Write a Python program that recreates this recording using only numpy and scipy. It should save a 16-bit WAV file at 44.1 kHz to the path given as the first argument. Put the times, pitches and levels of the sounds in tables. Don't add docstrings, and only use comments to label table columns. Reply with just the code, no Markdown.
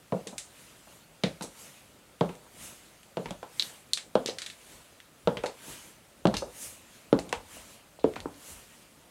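import sys
import numpy as np
from scipy import signal
from scipy.fft import rfft, irfft
from scipy.io import wavfile
from scipy.ndimage import uniform_filter1d

SR = 44100
rng = np.random.default_rng(int(sys.argv[2]) if len(sys.argv) > 2 else 0)


def makeup_ratio(level_db):
    decades = np.asarray(level_db, float) / 20
    return 10 ** decades


def bounce(signal):
    frames = np.transpose(np.atleast_2d(signal))
    limited = np.clip(frames, -1, 1)
    pcm = np.round(limited * 32767).astype(np.int16)
    wavfile.write(sys.argv[1], SR, pcm)


N = 401310
ROUND_S = 0.049
BUILD_S = 0.0022


def unit(x):
    return x / np.sqrt(np.mean(x ** 2) + 1e-20)


def along(points, hz):
    f, v = np.transpose(points)
    return np.interp(np.log(hz + 1), np.log(f + 1), v)


def add(track, s, sound):
    track[round(s * SR):][:len(sound)] += sound


def rush(spectrum, patchy_db):
    z = signal.stft(rng.standard_normal(N + 512), nperseg=512)[2]
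    field = uniform_filter1d(rng.standard_normal(z.shape), size=6, axis=0)
    field = uniform_filter1d(field, size=8, axis=1)
    x = signal.istft(z * makeup_ratio(patchy_db * unit(field)), nperseg=512)[1][:N]
    colour = makeup_ratio(along(spectrum, np.fft.rfftfreq(N, 1 / SR)))
    return unit(irfft(rfft(x) * colour, N))


def swells(rows, rest_db, round_s):
    t = np.arange(N) / SR
    power = 0
    for s, db, rise, fall in rows:
        distance = np.where(t < s, (s - t) / rise, (t - s) / fall)
        power = power + makeup_ratio(2 * db - 49 * distance)
    power = uniform_filter1d(power, size=int(round_s * SR) + 1)
    return np.sqrt(np.abs(power) + makeup_ratio(2 * rest_db))


# pitch in Hz, time to fade by 60 dB in seconds.
ROOM = [(60, 0.33), (200, 0.18), (500, 0.26), (1500, 0.22), (4000, 0.19), (9000, 0.31), (15000, 0.013)]


def answer(sound, wet_db, delay, crumble=0):
    hz, t, z = signal.stft(rng.standard_normal(SR // 2), SR, nperseg=256)
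    fade = makeup_ratio(-60 * t / along(ROOM, hz)[:, None])
    tail = signal.istft(z * fade, SR, nperseg=256)[1]
    n = np.arange(len(tail))
    tail = tail * np.clip(n / (delay * SR), 0, 1)
    tail = tail * (1 + 1.5 * np.exp(-n / (0.0035 * SR)))
    path = makeup_ratio(wet_db) * tail / np.linalg.norm(tail)
    slips = 0.14 * rng.standard_normal(256) * np.exp(-np.arange(256) / (crumble * SR + 1e-3))
    slips[0] = 1
    path[:256] += slips / np.linalg.norm(slips)
    return signal.fftconvolve(sound, path)


def struck(modes, steep):
    f = np.fft.rfftfreq(8192, 1 / SR)
    power = 0
    for centre, width, db in modes:
        damping = (f * width) ** 2
        power = power + makeup_ratio(2 * db) * (damping / ((centre ** 2 - f * f) ** 2 + damping)) ** steep
    cep = irfft(np.log(power + 1e-10) / 2)
    cep[1:4096] *= 2
    cep[4097:] = 0
    pulse = irfft(np.exp(rfft(cep)))[:4096]
    return pulse / np.abs(pulse).max()


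def pressed(pulse):
    contact_s = 0.00067
    pulse = pulse * (1 - 0.86 * np.exp(-np.arange(len(pulse)) / (contact_s * SR)))
    return pulse / np.abs(pulse).max()


def gathered(modes, steep):
    half = struck([(hz, width, db / 2) for hz, width, db in modes], steep / 2)
    ring = signal.fftconvolve(half, half[:round(BUILD_S * SR)][::-1])
    return ring / np.abs(ring).max()


def snaps(ticks):
    track = np.zeros(N + SR)
    for s, db, hz, treble_db, body_db, room_db in ticks:
        shell = [(1.016 * hz, 900, 2), (0.9 * hz, 1500, -6)]
        body, tick = (2100, 1800, body_db + 14), (7500, 5000, treble_db + 4.5)
        ring = gathered(shell + [body, tick], steep=1.9)
        heard = answer(ring, room_db, delay=0.00085, crumble=0.00085)
        add(track, s + 0.0007 - BUILD_S, makeup_ratio(db + 3) * heard)
    return signal.sosfilt(signal.butter(3, 11000, fs=SR, output="sos"), track[:N])


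def through_boards(track):
    return signal.sosfilt(signal.butter(4, [142, 1450], "bandpass", fs=SR, output="sos"), track[:N])


# pitch in Hz, width in Hz, level in dB.
UPPER = [(854, 300, 6), (1160, 730, -8.5), (1390, 550, 0)]
# time in seconds, level in dB.
AWAY = [(0, 4.5), (2.2, 3.5), (4.2, -1.5), (5.3, 2.5), (6.3, 2.5), (7.2, -2.5), (8.3, -6)]


def knocks(blows):
    track = np.zeros(N + SR)
    for s, db, boom_hz, board_hz, boom_db, upper_db in blows:
        plank = np.exp(rng.normal(0, 0.04))
        boom = [(boom_hz, 50, boom_db + 12), (0.65 * boom_hz, 50, boom_db + 4)]
        between = (np.sqrt(boom_hz * board_hz), 90, 0.97 * boom_db + 7)
        board = [between, (board_hz, 100, 0), (1.19 * board_hz, 160, -5)]
        upper = [(hz * plank, width, upper_db + level - 4) for hz, width, level in UPPER]
        ring = pressed(struck(boom + board + upper, steep=0.9))
        wet_db = np.interp(s, *np.transpose(AWAY))
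        add(track, s - 0.0008, makeup_ratio(db) * answer(ring, wet_db, delay=0.0011))
    return through_boards(track)


# pitch in Hz, level in dB per Hz.
HISS = [(710, -66), (1200, 6), (4960, -3.5), (8720, -21.5), (14800, -6.5), (16000, -10)]


def microphone_hiss():
    return makeup_ratio(-65.5) * rush(HISS, patchy_db=-0.2)


# pitch in Hz, level in dB per Hz.
TONE = [(53, -54), (90, -8), (151, -3), (333, -6), (396, -8.5), (565, -5.5), (695, -8.5), (1400, -17.5),
        (1820, -44), (3080, -120)]


def room_tone_and_creaks():
    creaks = [(row[0] + 0.15, row[1] - 46.5, 0.067, 0.27) for row in HEELS]
    creaks += [(s, db - 9.5, rise, fall) for s, db, _, rise, fall in SWINGS]
    return makeup_ratio(4.5) * swells(creaks, -66, ROUND_S) * rush(TONE, patchy_db=1.5)


# pitch in Hz, level in dB per Hz.
RUMBLE = [(12, -31), (25, -24), (40, -2), (58, 0.5), (80, -1.5), (110, -5), (150, -57), (240, -120)]
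# time in seconds, rumble level in dB.
LOADS = [(.15, -62), (.35, -60), (1.28, -53), (1.45, -59), (2.24, -54), (2.62, -58), (3.28, -50),
         (4.17, -55), (4.75, -63), (5.28, -50), (5.38, -52), (5.71, -58), (6.27, -42), (6.36, -40),
         (6.47, -70), (6.68, -55), (7.15, -45), (7.38, -49.5), (7.58, -57), (8.06, -45), (8.19, -48.5),
         (8.29, -59), (8.52, -53.5)]


def weight_rumble():
    rise_s, fall_s = 0.059, 0.17
    loads = [(s, db, rise_s, fall_s) for s, db in LOADS]
    return swells(loads, -72.5, round_s=0.01) * rush(RUMBLE, patchy_db=-0.5)


# pitch in Hz, level in dB per Hz.
CLOTH = [(530, -40), (900, -0.5), (982, -1), (1160, -2), (2820, 1.5), (4840, -4), (6000, -8), (7800, -38),
         (13200, -120)]
# pitch in Hz, level in dB per Hz.
NYLON = [(2940, -22), (4800, -10), (6290, 2), (7490, 2.5), (9410, 2.5), (10500, 0), (12400, -2),
         (15100, -13.5), (16000, -7)]
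# closest pass in seconds, swish level in dB, treble over it in dB,
# rise in seconds, fall in seconds.
SWINGS = [(0.6, -58, 2, 0.3, 1), (0.95, -60.5, 2.5, .4, 0.16), (1.61, -54.5, 5, .2, 0.58),
          (2.649, -50.5, 6.5, 0.22, 0.31), (2.85, -64.5, 2.5, 0.43, 0.86), (3.64, -50.5, 5, 0.25, 0.38),
          (4.73, -57.5, 2.5, 0.75, 0.56), (5.7, -48, 3.5, .25, 0.36), (5.87, -65, 11.5, .4, .25),
          (6.64, -50, 11, 0.22, 0.28), (6.96, -58.5, 0.5, 0.38, 0.43), (7.56, -52, 2.5, 0.26, 0.33),
          (7.73, -56.5, 1.5, 0.6, 0.18), (8.501, -53.5, 7.5, 0.32, 0.36), (8.75, -61.5, 1, 0.9, 0.8)]


def stockings():
    body = [(s, db, rise, fall) for s, db, _, rise, fall in SWINGS]
    mesh = [(s, db + treble_db - 0.5, 0.73 * rise, 0.69 * fall)
            for s, db, treble_db, rise, fall in SWINGS]
    for row in HEELS:
        body.append((row[0] + 0.026, -60, 0.055, 0.75))
        mesh.append((row[0] + 0.026, -61.5, 0.055, 0.75))
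    swish = swells(body, -67.5, ROUND_S) * rush(CLOTH, patchy_db=2)
    return swish + swells(mesh, -65, ROUND_S) * rush(NYLON, patchy_db=1.7)


# time in seconds, peak level in dB, ring pitch in Hz, body level in dB,
# room level in dB.
TIPS = [(0.122, -33, 3050, -2, -2), (1.236, -10.5, 3770, -10, -1), (2.2092, -21, 3500, -9, -3),
        (3.1702, -26, 3060, -11, -2.5), (3.258, -26.5, 3300, 8, -2), (3.5964, -7.5, 3900, -31, -4),
        (3.6232, -14, 4000, -27, -7.5), (4.1535, -17.5, 3300, -24, -7), (4.2957, -23, 4080, -16, -5),
        (5.274, -18.5, 3360, -18, -7), (5.3707, -21.5, 3180, -8, -5), (6.2546, -19, 3350, -23, -6.5),
        (6.351, -27, 3570, -17, -9), (7.128, -19.5, 3700, -10, -8), (7.9933, -48.5, 3930, -25, 10.5),
        (8.041, -31.5, 3540, -10, 2)]


def heel_tips():
    treble_db = -30
    return [(s, db, hz, treble_db, body_db, room_db) for s, db, hz, body_db, room_db in TIPS]


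# time in seconds, peak level in dB, boom level in dB.
HEELS = [
    (0.124, -16, -11.5),
    (1.238, -18, -6),
    (2.211, -13.5, -11.5),
    (3.172, -18, -12),
    (4.155, -8, -15.5),
    (5.274, -12, -12.5),
    (6.254, -8.5, -6.5),
    (7.1286, -5.5, -8.5),
    (8.044, -6.5, -18),
]
# boom pitch in Hz, board pitch in Hz, upper tones in dB.
PLANKS = [(184.3, 493, -18), (178, 477, -69), (181, 462, -10), (168, 454, -14), (251, 516, -9),
          (224, 497, -7), (206, 558, -9), (283, 440, -9), (290, 424, -25)]


def heels():
    blows = []
    for (s, db, boom_db), (boom_hz, board_hz, upper_db) in zip(HEELS, PLANKS):
        blows.append((s, db, boom_hz, board_hz, boom_db, upper_db))
    return blows


# time in seconds, peak level in dB, boom pitch in Hz,
# board pitch in Hz, upper tones in dB.
SETTLES = [(0.269, -35, 173, 470, -17), (0.328, -37.5, 128, 600, -8), (0.873, -44, 135, 565, -2),
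           (1.41, -27.5, 200, 484, 0), (1.441, -33.5, 206, 490, -15), (2.293, -30, 163, 370, -5.5),
           (2.466, -48, 120, 468, 0), (3.2586, -26, 140, 396, -3.5), (3.308, -27, 196, 580, -7.5),
           (4.259, -28.5, 160, 394, -19), (5.37, -26.5, 120, 435, -9), (5.681, -40, 243, 425, -5),
           (6.34, -23, 202, 450, 1), (6.363, -38, 142, 423, -10), (7.189, -25.5, 164, 670, -20),
           (7.569, -38, 135, 584, -11), (8.165, -22.5, 263, 505, 4.5), (8.258, -21, 286, 424, -3)]


def settling_feet():
    boom_db = -8.5
    return [(s, db, boom_hz, board_hz, boom_db, upper_db) for s, db, boom_hz, board_hz, upper_db in SETTLES]


# time in seconds, peak level in dB, ring pitch in Hz, treble level in dB.
CREASES = [(0.2712, -22.5, 3850, -2), (0.3807, -16.5, 3970, 2), (1.41, -30, 3730, -14),
           (1.423, -24.5, 3820, -1), (3.031, -40, 3090, -4), (3.4286, -36.5, 3320, -15),
           (3.9732, -18.5, 3780, -12.5), (4.3849, -20, 4200, -10), (4.4185, -20, 4040, -12),
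           (4.4624, -21.5, 3740, -8), (4.5, -27.5, 3770, -11), (5.4642, -24, 4230, -13),
           (6.3406, -19, 3780, -16.5), (7.195, -29, 3300, 6), (7.2918, -31.5, 3520, -4),
           (8.3418, -44, 4100, -16)]


def leather_creases():
    body_db, room_db = -13.5, 2.5
    return [row + (body_db, room_db) for row in map(tuple, CREASES)]


# start in seconds, level in dB, pitch in Hz, length in seconds.
GROANS = [
    (.98, -59, 155, .24),
    (8.275, -49, 280, .12),
]


def groans():
    track = np.zeros(N + SR)
    for s, db, hz, length in GROANS:
        t = np.arange(round(length * SR)) / SR
        note = np.sin(2 * np.pi * hz * t) * np.sin(np.pi * t / length) ** 2
        add(track, s, makeup_ratio(db) * answer(note, -3, delay=0.005))
    return through_boards(track)


# start in seconds, level in dB, length in seconds,
# middle pitch in Hz.
SCUFFS = [
    (1.422, -39.5, 0.024, 7060),
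    (4.272, -32, 0.023, 4030),
    (6.3678, -21, 0.0057, 4200),
    (6.376, -45, 0.022, 7760),
]


def scuffs():
    track = np.zeros(N + SR)
    t = np.arange(SR // 8) / SR
    for s, db, length, hz in SCUFFS:
        grit = rng.standard_normal(len(t)) * rng.exponential(1, len(t))
        grit = grit * np.exp(-(t / length) ** 2)
        band = signal.butter(2, [0.52 * hz, 1.43 * hz], "bandpass", fs=SR)
        add(track, s, makeup_ratio(db) * answer(signal.lfilter(*band, grit), -5.5, delay=0.01))
    return track[:N]


# time in seconds, peak level in dB, ring pitch in Hz, treble level in dB.
PATS = [
    (2.2905, -38.5, 3070, -13),
    (3.2844, -42, 3220, -13),
    (5.374, -35, 3360, -22),
    (5.436, -29.5, 3020, 2),
    (8.158, -31.5, 4200, -10),
]


def sole_pats():
    body_db, room_db = 9, 7
    return [row + (body_db, room_db) for row in map(tuple, PATS)]


# time in seconds, peak level in dB, ring pitch in Hz,
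# treble level in dB, body level in dB.
CRACKS = [(2.353, -36, 4100, -4, -7), (3.3073, -22.5, 3270, -12.5, -21), (3.9338, -4, 4140, -12.5, -39),
          (4.2602, -12, 3860, -11, -21), (5.002, -32, 3410, -10, -2), (5.46, -20, 3640, -14, -8),
          (6.2708, -17.5, 3930, -21, -14.5), (7.1894, -20.5, 4260, -14, -6), (7.3268, -11, 3130, -10, -3),
          (8.137, -33.5, 3780, -21, 13), (8.203, -25.5, 4230, -14, -12.5)]


def shoe_cracks():
    room_db = -5.5
    return [row + (room_db,) for row in map(tuple, CRACKS)]


# time in seconds, peak level in dB, board pitch in Hz, upper tones in dB.
SLAPS = [
    (3.43, -25.5, 470, 2.5),
    (3.975, -42, 664, -4),
    (4.288, -23, 508, -24),
    (5.439, -18, 505, -5),
    (6.423, -24, 520, -8),
    (7.329, -14.5, 526, 1),
    (7.99, -38, 534, -11),
]


def sole_slaps():
    boom_hz, boom_db = 300, -27.5
    return [(s, db, boom_hz, board_hz, boom_db, upper_db) for s, db, board_hz, upper_db in SLAPS]


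def scene():
    boards = knocks(heels() + sole_slaps() + settling_feet()) + groans()
    shoes = snaps(heel_tips() + shoe_cracks() + leather_creases() + sole_pats()) + scuffs()
    background = stockings() + room_tone_and_creaks() + microphone_hiss() + weight_rumble()
    return (boards + shoes + background)[None]


def low_pass(x):
    return signal.sosfilt(signal.butter(12, 15800, fs=SR, output="sos"), x)


def record(dry):
    above_hz = np.clip(np.fft.rfftfreq(N, 1 / SR) - 15850, 0, None)
    slope = makeup_ratio(-above_hz / 15)
    mix = irfft(rfft(dry) * slope, N)
    return low_pass(mix)


dry = scene()
out = record(dry)
bounce(out)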